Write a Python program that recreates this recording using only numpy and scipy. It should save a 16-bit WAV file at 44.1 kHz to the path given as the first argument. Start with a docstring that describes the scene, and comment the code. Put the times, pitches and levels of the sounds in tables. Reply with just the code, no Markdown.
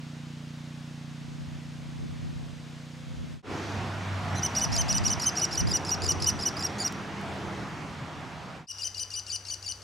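"""First heard outdoors: a small motor hums in soft hiss, gusts push the microphone and a far tone swells once.
After a brief fade traffic swells and recedes, while an adult kestrel by a house wall calls in doubled notes.
After a second fade, in a quieter place with a low far drone, a hoarser young bird calls from the left.
The motor is pulses ringing a housing; road, wind and air are shaped noise; engine and drone are sines.
Each bird is a gliding set of harmonics through fixed throat resonances, with echoes at two microphone ports."""
import sys
import numpy as np
from scipy import signal
from scipy.fft import rfft, irfft, next_fast_len
from scipy.io import wavfile
from scipy.ndimage import uniform_filter1d, map_coordinates

SR = 44100
rng = np.random.default_rng(int(sys.argv[2]) if len(sys.argv) > 2 else 0)


def unload_wav(signal):
    """Save mono or channel-first audio to the path in sys.argv[1] as 16-bit WAV at rate SR, clipped to [-1, 1]."""
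    wavfile.write(
        sys.argv[1],
        SR,
        np.round(np.clip(np.atleast_2d(signal).T, -1, 1) * 32767).astype(np.int16),
    )


N = 433503
T = np.arange(N) / SR
FIRST_FADE_S, SECOND_FADE_S = 3.425, 8.668  # the silent midpoints between the three stretches


def amp(db):
    """Decibels to gain."""
    return 10 ** (np.asarray(db) / 20)


def unit(x):
    """x scaled to rms 1."""
    return x / np.sqrt(np.mean(x ** 2) + 1e-20)


def along(points, hz):
    """Read (frequency, value) points at hz, on a log frequency axis."""
    point_hz, values = np.transpose(points)
    return np.interp(np.log(hz + 1), np.log(point_hz + 1), values)


def curve(rows):
    """Read (time, value) rows at every sample."""
    times, values = np.transpose(rows)
    return np.interp(T, times, values)


def wobble(rate, size=N):
    """A smooth random curve with rate knots a second."""
    knots = rng.standard_normal(int(size * rate / SR) + 4)
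    return map_coordinates(knots, [np.arange(size) * rate / SR])


def swell(s, width):
    """A smooth bell-shaped rise and fall around time s."""
    return np.exp(-((T - s) / width) ** 2)


def phase(hz):
    """Running phase in radians of a changing frequency."""
    return 2 * np.pi * np.cumsum(hz) / SR


def filtered(x, response):
    """x times a complex response of frequency."""
    m = next_fast_len(N + SR // 2)
    spectrum = rfft(x, m) * response(np.fft.rfftfreq(m, 1 / SR))
    return irfft(spectrum, m)[..., :N]


# Likeness of the noise at the two channels: (frequency [Hz], correlation)
LIKENESS = [(50, 0.59), (130, 0.93), (300, 0.95), (700, 0.88), (3000, 0.68), (7000, 1), (15000, 0.2)]


def rush(spectrum, patchy_db):
    """Stereo noise of rms 1, its gain varying in patches of time and frequency."""
    z = signal.stft(rng.standard_normal((2, N)), nperseg=512)[2]
    field = uniform_filter1d(rng.standard_normal(z.shape[1:]), size=6, axis=0)
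    field = uniform_filter1d(field, size=16, axis=1)
    pair = signal.istft(z * amp(patchy_db * unit(field)), nperseg=512)[1][:, :N]

    def mid_side_gain(hz):
        # The mid/side balance sets how alike left and right are.
        angle = np.arccos(np.clip(along(LIKENESS, hz), -1, 1)) / 2
        return amp(along(spectrum, hz)) * [np.cos(angle), np.sin(angle)]

    mid, side = filtered(pair, mid_side_gain)
    return unit(np.array([mid + side, mid - side]))


# Hiss of the first place: (frequency [Hz], relative density [dB per Hz])
AIR_SPECTRUM = [(190, -41), (330, -1.5), (381, -10), (486, -6.5), (660, -7.5), (692, -7.5), (1160, -9),
                (1630, -9.5), (3360, -11.5), (6600, -18), (15500, -40)]


def quiet_air():
    """Soft broadband hiss of the first stretch, as filtered noise."""
    return amp(-51.5) * rush(AIR_SPECTRUM, patchy_db=0.5) * (T < FIRST_FADE_S)


# Still air of the last place: (frequency [Hz], relative density [dB per Hz])
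STILL_SPECTRUM = [(25, -17), (70, 5.5), (130, -2), (250, -6.5), (700, -6), (1400, -5.5), (2000, -11),
                  (3500, -13.5), (7000, -15), (11000, -22.5), (15500, -33)]


def drone(hz=97, db=-54.5):
    """A far machine hums as one gently wavering sine in still, hissing air."""
    tone = amp(db + .6 * wobble(5.7)) * np.sqrt(2) * np.sin(2 * np.pi * hz * T)
    still_air = amp(-53.0) * rush(STILL_SPECTRUM, patchy_db=1.0)
    return (tone + still_air) * (T >= SECOND_FADE_S)


def far_hoot(s=2.98, width=0.2, hz=505, db=-60):
    """A faint, fuzzy low tone, a narrow band of noise, swells once in the distance."""
    noise = rng.standard_normal(N)
    band = unit(filtered(noise, lambda f: 1 / (1 + ((f - hz) / 35) ** 4)))
    return amp(db) * band * swell(s, width)


def leaves(s=3.66, width=0.21, db=-52):
    """A brief bright rustle in the trees, as a swell of treble noise."""
    # (frequency [Hz], relative density [dB per Hz])
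    hiss = rush([(1500, -32), (4000, 5), (6500, 3), (9000, -24), (15000, -38)], patchy_db=-1.0)
    return amp(db) * hiss * swell(s, width) * (T >= FIRST_FADE_S)


# Faint dry ticks: (time [s], level at the onset [dB])
TICK_TIMES = [(6.613, -38), (6.924, -34), (7.213, -43)]


def ticks(t60=0.019):
    """Short, dry, bright ticks: noise that starts at once and dies away within t60 seconds."""
    envelope = sum(amp(db - 60 * np.abs(T - s) / t60) * (T >= s) for s, db in TICK_TIMES)
    return filtered(envelope * rng.standard_normal(N), lambda hz: 1 / (1 + (hz / 11000) ** 4))


# Gusts on the microphone: (time of the peak [s], width [s], level before flutter [dB])
GUST_TIMES = [(1.42, 0.21, -43.5), (2.2, 0.34, -37), (3.25, 0.18, -38.5), (4.72, 0.061, -28.5),
              (4.98, 0.18, -29.5), (5.65, 0.093, -27.5), (6.17, 0.17, -32.5)]
# Wind noise at the microphone: (frequency [Hz], relative density [dB per Hz])
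GUST_SPECTRUM = [(20, -24), (45, -5), (90, 3), (220, -8.5), (400, -20.5), (1500, -39), (4000, -120)]
LULL_DB = -57.5  # the breeze between gusts, before flutter


def wind(common_db=-10):
    """Gusts buffet the microphone, mostly pushing its two channels in opposite directions."""
    strength = amp(LULL_DB) + sum(amp(db) * swell(s, width) for s, width, db in GUST_TIMES)
    flutter = amp(1.6 * wobble(22))
    side, mid = (unit(rush(GUST_SPECTRUM, patchy_db=1.5)[0]) for _ in range(2))
    push = amp(common_db) * mid + np.array([side, -side])
    return strength * flutter * push * (T < SECOND_FADE_S)


# The motor in the first stretch: (time [s], level [dB])
MOTOR_LEVEL = [(0, -40), (2.38, -40.5), (2.48, -42.5), (3.4, -43)]
# Resonances of its housing: (frequency [Hz], width [Hz], relative level [dB])
HOUSING_MODES = [(154.2, 23.2, 4), (237.5, 18.7, -2.5)]
MOTOR_LATER_DB = -49  # under the traffic


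def motor():
    """One soft thump a turn rings the housing, whose resonances turn the pulses into a hum."""
    first = T < FIRST_FADE_S
    db = np.where(first, curve(MOTOR_LEVEL), MOTOR_LATER_DB)
    turns_per_s = np.where(first, 29.66, 30.85) * (1 + .002 * wobble(4))
    thumps = np.diff(np.floor(np.cumsum(turns_per_s) / SR), prepend=-1)

    def housing(f):
        modes = sum(amp(g) * 1j * f * w / (c * c - f * f + 1j * f * w) for c, w, g in HOUSING_MODES)
        return modes / (1 + (f / 312) ** 8)

    hum = unit(filtered(thumps, housing))
    return amp(db) * hum * amp([[-.7], [.7]]) * (T < SECOND_FADE_S)  # a little to the right


# Shared course of the road noise, before each layer's offset: (time [s], level [dB])
TRAFFIC_LEVEL = [(3.55, -39.5), (4.1, -39.5), (4.35, -37.5), (5.0, -38.5), (5.9, -40.5), (6.8, -40),
                 (7.07, -41.5), (7.35, -40), (8.55, -45)]
# Course of the low mids, before their offset: (time [s], level [dB])
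LOW_MID_LEVEL = [(3.6, -38.5), (4.1, -48), (4.4, -44), (4.9, -49), (5.8, -41), (6.8, -41.5), (7.1, -45),
                 (7.45, -41.5), (7.9, -49.5), (8.5, -50.5)]
# Colours of the four noise layers: (frequency [Hz], relative density [dB per Hz])
RUMBLE_SPECTRUM = [(15, -39), (25, -16), (38, -20), (63, -10), (87, -1), (172, -3), (280, -8.5), (360, -47),
                   (620, -120)]
LOW_MID_SPECTRUM = [(60, -55), (170, -23), (270, -0.5), (340, 2.5), (480, -3.5), (700, -22), (2000, -120)]
ROAD_SPECTRUM = [(150, -63), (380, -20), (540, -2), (720, 3.5), (970, -1), (1400, -36), (4000, -120)]
TYRE_SPECTRUM = [(590, -26.5), (1000, -1.5), (1270, -1.5), (1900, -5.5), (2110, -6.5), (2310, -7.5),
                 (2710, -9), (3870, -15), (6050, -19), (15500, -44.5)]
# The engine's swells, before waver: (time of the peak [s], width [s], level [dB])
ENGINE_SWELLS = [(4.15, 0.5, -36), (6.1, 0.53, -41.5)]
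# The vehicle's whine, before waver: (time [s], frequency [Hz])
WHINE_PITCH = [(6.5, 205.7), (8.6, 185.6)]
RUMBLE_DB, LOW_MID_DB, ROAD_DB, TYRES_DB, WHINE_DB = -.5, -1, -3.5, -0.9, -12.5  # against the level curves
DULLING_DB_PER_S = 0.13  # the tyre hiss fades faster as the traffic recedes
FIRING_HZ, SAG_HZ_PER_S = 99.7, 3.7  # firing rate as the stretch begins and how it sinks, before waver


def vehicle_line(hz, gain):
    """A sine whose pitch and level waver, as one line of the vehicle's sound."""
    level = gain * amp(2.4 * wobble(7))
    return level * np.sqrt(2) * np.sin(phase(hz * (1 + 0.004 * wobble(9))))


def traffic():
    """Layers of road noise swell and recede while an engine's firing note and a whine sink."""
    level_db = curve(TRAFFIC_LEVEL)
    since = T - FIRST_FADE_S
    rumble = amp(level_db + RUMBLE_DB) * rush(RUMBLE_SPECTRUM, patchy_db=1.5)
    low_mids = amp(curve(LOW_MID_LEVEL) + LOW_MID_DB) * rush(LOW_MID_SPECTRUM, patchy_db=1.5)
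    road = amp(level_db + ROAD_DB) * rush(ROAD_SPECTRUM, patchy_db=1.5)
    tyre_db = level_db + TYRES_DB - DULLING_DB_PER_S * since
    tyres = amp(tyre_db) * rush(TYRE_SPECTRUM, patchy_db=1.07)
    engine_gain = sum(amp(db) * swell(s, width) for s, width, db in ENGINE_SWELLS)
    engine = vehicle_line(FIRING_HZ - SAG_HZ_PER_S * since, engine_gain)
    # The whine stands out as the vehicle leaves.
    whine_gain = amp(level_db + WHINE_DB) + amp(-48) * swell(7.2, width=.5)
    whine = vehicle_line(curve(WHINE_PITCH), whine_gain)
    heard = rumble + low_mids + road + tyres + engine + whine
    return heard * amp([[-.5], [.5]]) * ((T >= FIRST_FADE_S) & (T < SECOND_FADE_S))


# Decay of the diffuse tail: (frequency [Hz], time to fall 60 dB [s])
TAIL_DECAY = [(2000, 0.59), (6000, 0.39), (9000, 0.24), (15000, 0.15)]


def outdoors(x, early_db, early_t60, tail_db, apart):
    """The direct sound, quick reflections from near walls and a faint tail from trees."""
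    t = np.arange(SR // 2) / SR
    early = rng.standard_normal((3, len(t))) * amp(-60 * t / early_t60) * (t > .001)
    hz, frames, z = signal.stft(rng.standard_normal((3, len(t))), SR, nperseg=256)
    decay = amp(-60 * frames / along(TAIL_DECAY, hz)[:, None])
    tail = signal.istft(z * decay, SR, nperseg=256)[1][:, :len(t)]
    echo = amp(early_db) * early / np.linalg.norm(early[0])
    echo = echo + amp(tail_db) * tail / np.linalg.norm(tail[0])
    # The two ports sit close together and share most of the echoes.
    at_ports = (echo[0] + apart * echo[1:]) / np.hypot(1, apart)
    return x + signal.fftconvolve(x[None], at_ports, axes=1)[:, :N]


def ports(x, lead, left_db):
    """A sound reaches the two microphone ports with a small difference in phase and level."""
    half = np.array([[.5], [-.5]])
    return filtered(x, lambda hz: np.exp(1j * half * along(lead, hz))) * amp(half * left_db)


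def add(out, s, sound):
    """Mix a sound into out at time s."""
    part = out[round(s * SR):][:len(sound)]
    part += sound[:len(part)]


def syrinx(pitch, chaos, throat, flutter_db, rasp, doubling, attack, release):
    """One note whose six harmonics sweep through fixed throat resonances, at rms 1 before its gate."""
    n = len(pitch)
    t = np.arange(n) / SR
    edges = np.minimum(t / attack, (n / SR - t) / release)
    gate = np.sin(np.pi / 2 * np.clip(edges, 0, 1))
    turn = phase(pitch)
    tone = np.zeros(n)
    for k in range(1, 7):
        harmonic_db = along(throat, k * pitch) + flutter_db * k * wobble(233, n)
        tone += amp(harmonic_db) * np.sin(k * turn)
    # Alternate cycles differ, which puts partials halfway between the harmonics.
    roughness = rasp * wobble(2000, n) + doubling * np.sin(turn / 2)
    return gate * unit(tone * (1 + chaos * roughness))


# The young bird's calls: (time [s], length [s], top pitch [Hz], level before its shape [dB],
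# depth of its slurs [1 = usual])
YOUNG_CALLS = [(8.626, 0.095, 2975, -30.5, 0.86), (8.784, 0.096, 3043, -32.5, 0.93),
               (8.945, 0.092, 3013, -33.5, 0.93), (9.103, 0.096, 2980, -34.5, 0.94),
               (9.265, .099, 2980, -33.5, 0.99), (9.45, 0.097, 2970, -35.5, 1.14),
               (9.625, 0.1, 2962, -35, 1.08), (9.817, 0.094, 2960, -42, 1.06)]
# Its one call shape, a rasp, a slur down, a clear whistle and a flick down:
# (share of the call [0-1], pitch over the top pitch, level [dB], hoarseness [0 = clear])
YOUNG_SHAPE = [(0, .70, -6, .1), (0.071, .93, -9.5, 0.7), (.2, .955, -10, 1.23), (.32, .91, -5.5, 0.64),
               (0.409, .78, -1, 0), (.48, .75, -10, 0.48), (.57, .81, 0, .35), (.63, 1.015, 1, .05),
               (.8, .985, 2, 0.14), (.94, .99, 2.5, 0.1), (1, .68, 0, .05)]
# Its throat and beak: (frequency [Hz], relative gain [dB])
YOUNG_RESONANCES = [(2000, -28.5), (2600, -17), (2950, -7.5), (3800, -18), (4600, 7.5), (5300, -1),
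                    (6000, 1.5), (7000, -6), (8000, -16), (9000, -9), (10500, -15.5), (12000, -21),
                    (13500, -38), (15500, -30)]
# Phase by which the left port leads the right: (frequency [Hz], lead [rad])
YOUNG_LEAD = [(1200, 0), (3000, .25), (8000, .35), (10200, 1), (12600, 3)]


def young():
    """A wavering, scratchy voice to the left, whose two notes are slurred into one call."""
    voice = np.zeros(N)
    share, *shape = np.transpose(YOUNG_SHAPE)
    for s, length, top_hz, db, depth in YOUNG_CALLS:
        n = int(length * SR)
        progress = np.linspace(0, 1, n) + .012 * wobble(45, n)
        ratio, level, chaos = (uniform_filter1d(np.interp(progress, share, c), size=80) for c in shape)
        pitch = top_hz * (1 - depth * (1 - ratio))
        scratch = .018 * wobble(230, n) + (.006 + .034 * chaos) * wobble(2400, n)
        note = syrinx(pitch * (1 + scratch), chaos, YOUNG_RESONANCES, flutter_db=.8,
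                      rasp=.65, doubling=.3, attack=.001, release=.0015)
        # In the rasp the fundamental stays firm while the overtones break up.
        firm = amp(-5) * chaos ** 2 * np.sin(phase(pitch))
        add(voice, s, amp(db + level) * (note + firm))
    heard = outdoors(voice, early_db=-10, early_t60=.08, tail_db=-10.5, apart=.6)
    return ports(heard, YOUNG_LEAD, left_db=5.4) * (T >= SECOND_FADE_S)


# The adult's throat and beak: (frequency [Hz], relative gain [dB])
ADULT_RESONANCES = [(2300, -24), (2780, -16), (2960, -11.5), (4100, 0), (4750, 5.5), (5250, 2), (5780, 4),
                    (6350, 1.5), (7100, -2), (8200, -23.5), (9200, -12), (10500, -16), (12000, -27),
                    (15500, -34.5)]
# Swell of a hoarse arch, which peaks on the way down: (level at even steps [dB])
HOARSE_LEVEL = [-5, -4.5, -8.5, -4.5, -1.5, -1, 1.5, 3, -2]
FOOT_HZ = 2260  # a clear arch starts and ends near here, a hoarse one a little higher
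FOOT_DB = -37  # level at the foot of a clear arch, unless that is within 5 dB of its top
SNAP_DB, SNAP_S = -6, .011  # a clear note is weaker until the voice snaps in
BREAK_DB = 3.5  # hoarse crests and arch feet break into spurts of this depth


def arch(length, top_hz, square, hoarse, level_db):
    """An arch of pitch, loudest at the top if clear; chaotic at the crest if hoarse, else at its edges."""
    n = int(length * SR)
    u = np.linspace(-1, 1, n)
    sag = np.abs(u) ** square
    sag = sag + hoarse * (u > 0) * (np.sin(np.pi / 2 * sag) ** 2 - sag)  # hoarse notes level out at the end
    foot_hz = min(FOOT_HZ + 120 * hoarse, .89 * top_hz)
    chaos = hoarse * np.clip(1 - ((u + .1) / .65) ** 2, 0, 1)
    edge = sag * np.where(u < 0, 1, .8) * (1 - .65 * hoarse)
    waver = (.003 + .014 * chaos + .012 * edge) * wobble(260, n)
    scratch = (.001 + .031 * chaos + .058 * edge) * wobble(1800, n)
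    pitch = (top_hz + (foot_hz - top_hz) * sag) * (1 + waver + scratch)
    before_snap = np.clip((SNAP_S - np.arange(n) / SR) / .002, 0, 1)
    clear_db = min(FOOT_DB - level_db, -5) * sag + SNAP_DB * before_snap
    hoarse_db = np.interp(u, np.linspace(-1, 1, len(HOARSE_LEVEL)), HOARSE_LEVEL)
    spurts_db = BREAK_DB * (chaos + sag) * wobble(397, n)
    db = level_db + (1 - hoarse) * clear_db + hoarse * hoarse_db + spurts_db
    note = syrinx(pitch, chaos + edge, ADULT_RESONANCES, flutter_db=1.1,
                  rasp=.75, doubling=.55, attack=.0015, release=.004)
    return amp(db) * note


# The adult's calls, each a lead note, often hoarse, and then a clear one:
# (time [s], lead top [Hz], lead level [dB], lead hoarseness [clipped to 0-1],
# clear note's delay [s], clear top [Hz], clear level [dB]); levels are before the arch's swell
ADULT_CALLS = [(4.350, 2060, -38, .03, .072, 3016, -25.5), (4.549, 2920, -24.5, 0.17, 0.056, 2980, -24),
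               (4.717, 2845, -29, .55, .056, 3093, -24), (4.881, 2950, -24.5, 0.12, 0.055, 2986, -25.5),
               (5.037, 2935, -24.5, 0.1, 0.056, 3005, -24.5), (5.196, 2840, -31, 0.7, .054, 3080, -23),
               (5.353, 2900, -28.5, 0.46, .054, 2954, -24.5), (5.509, 2710, -33, 0.64, 0.057, 3007, -24.5),
               (5.67, 2680, -34, 0.84, 0.056, 2950, -24), (5.848, 2720, -36, 0.8, 0.055, 2930, -27),
               (6.019, 2610, -34, .9, 0.057, 2970, -22), (6.200, 2700, -34, 0.9, 0.057, 2990, -19),
               (6.390, 2710, -35, 1.11, 0.056, 2980, -25), (6.566, 2670, -37, 1.1, 0.058, 2860, -28.5),
               (6.783, 2396, -32, .08, 0.051, 2915, -28.5)]
# Phase by which the left port leads the right: (frequency [Hz], lead [rad])
ADULT_LEAD = [(4500, 0), (9000, 0.21), (14000, -0.55)]
LEAD_S, CLEAR_S = .052, .049  # lengths of the two notes
LEAD_SQUARE = 1.6  # squareness of the lead note's arch (2 = parabola)
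FRESH_SQUARE, TIRED_SQUARE = 3.88, 2.0  # the clear note's arch rounds off as the string goes on


def adult():
    """Clear ringing notes by a wall, each led by another note, mostly lower and hoarser."""
    voice = np.zeros(N)
    squares = np.linspace(FRESH_SQUARE, TIRED_SQUARE, len(ADULT_CALLS))
    for (s, lead_hz, lead_db, hoarse, delay, top_hz, db), square in zip(ADULT_CALLS, squares):
        lead_note = arch(LEAD_S, lead_hz, LEAD_SQUARE, np.clip(hoarse, 0, 1), lead_db)
        clear_note = arch(CLEAR_S, top_hz, square, hoarse=0.1, level_db=db)
        add(voice, s, lead_note)
        add(voice, s + delay, clear_note)
    heard = outdoors(voice, early_db=-7.5, early_t60=.045, tail_db=-18, apart=.21)
    return ports(heard, ADULT_LEAD, left_db=-0.6)


def scene():
    """The background of each stretch, then the birds over it."""
    air = quiet_air() + drone() + far_hoot() + leaves() + ticks() + wind()
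    machines = motor() + traffic()
    return air + machines + young() + adult()


def record(dry):
    """Fades of 0.1 s down and up join the stretches; nothing is kept from 15.8 kHz up."""
    fades = [np.minimum(np.abs(T - s) / .1, 1) for s in (FIRST_FADE_S, SECOND_FADE_S)]
    return filtered(dry * np.prod(fades, axis=0), lambda hz: hz < 15800)


dry = scene()
out = record(dry)
unload_wav(out)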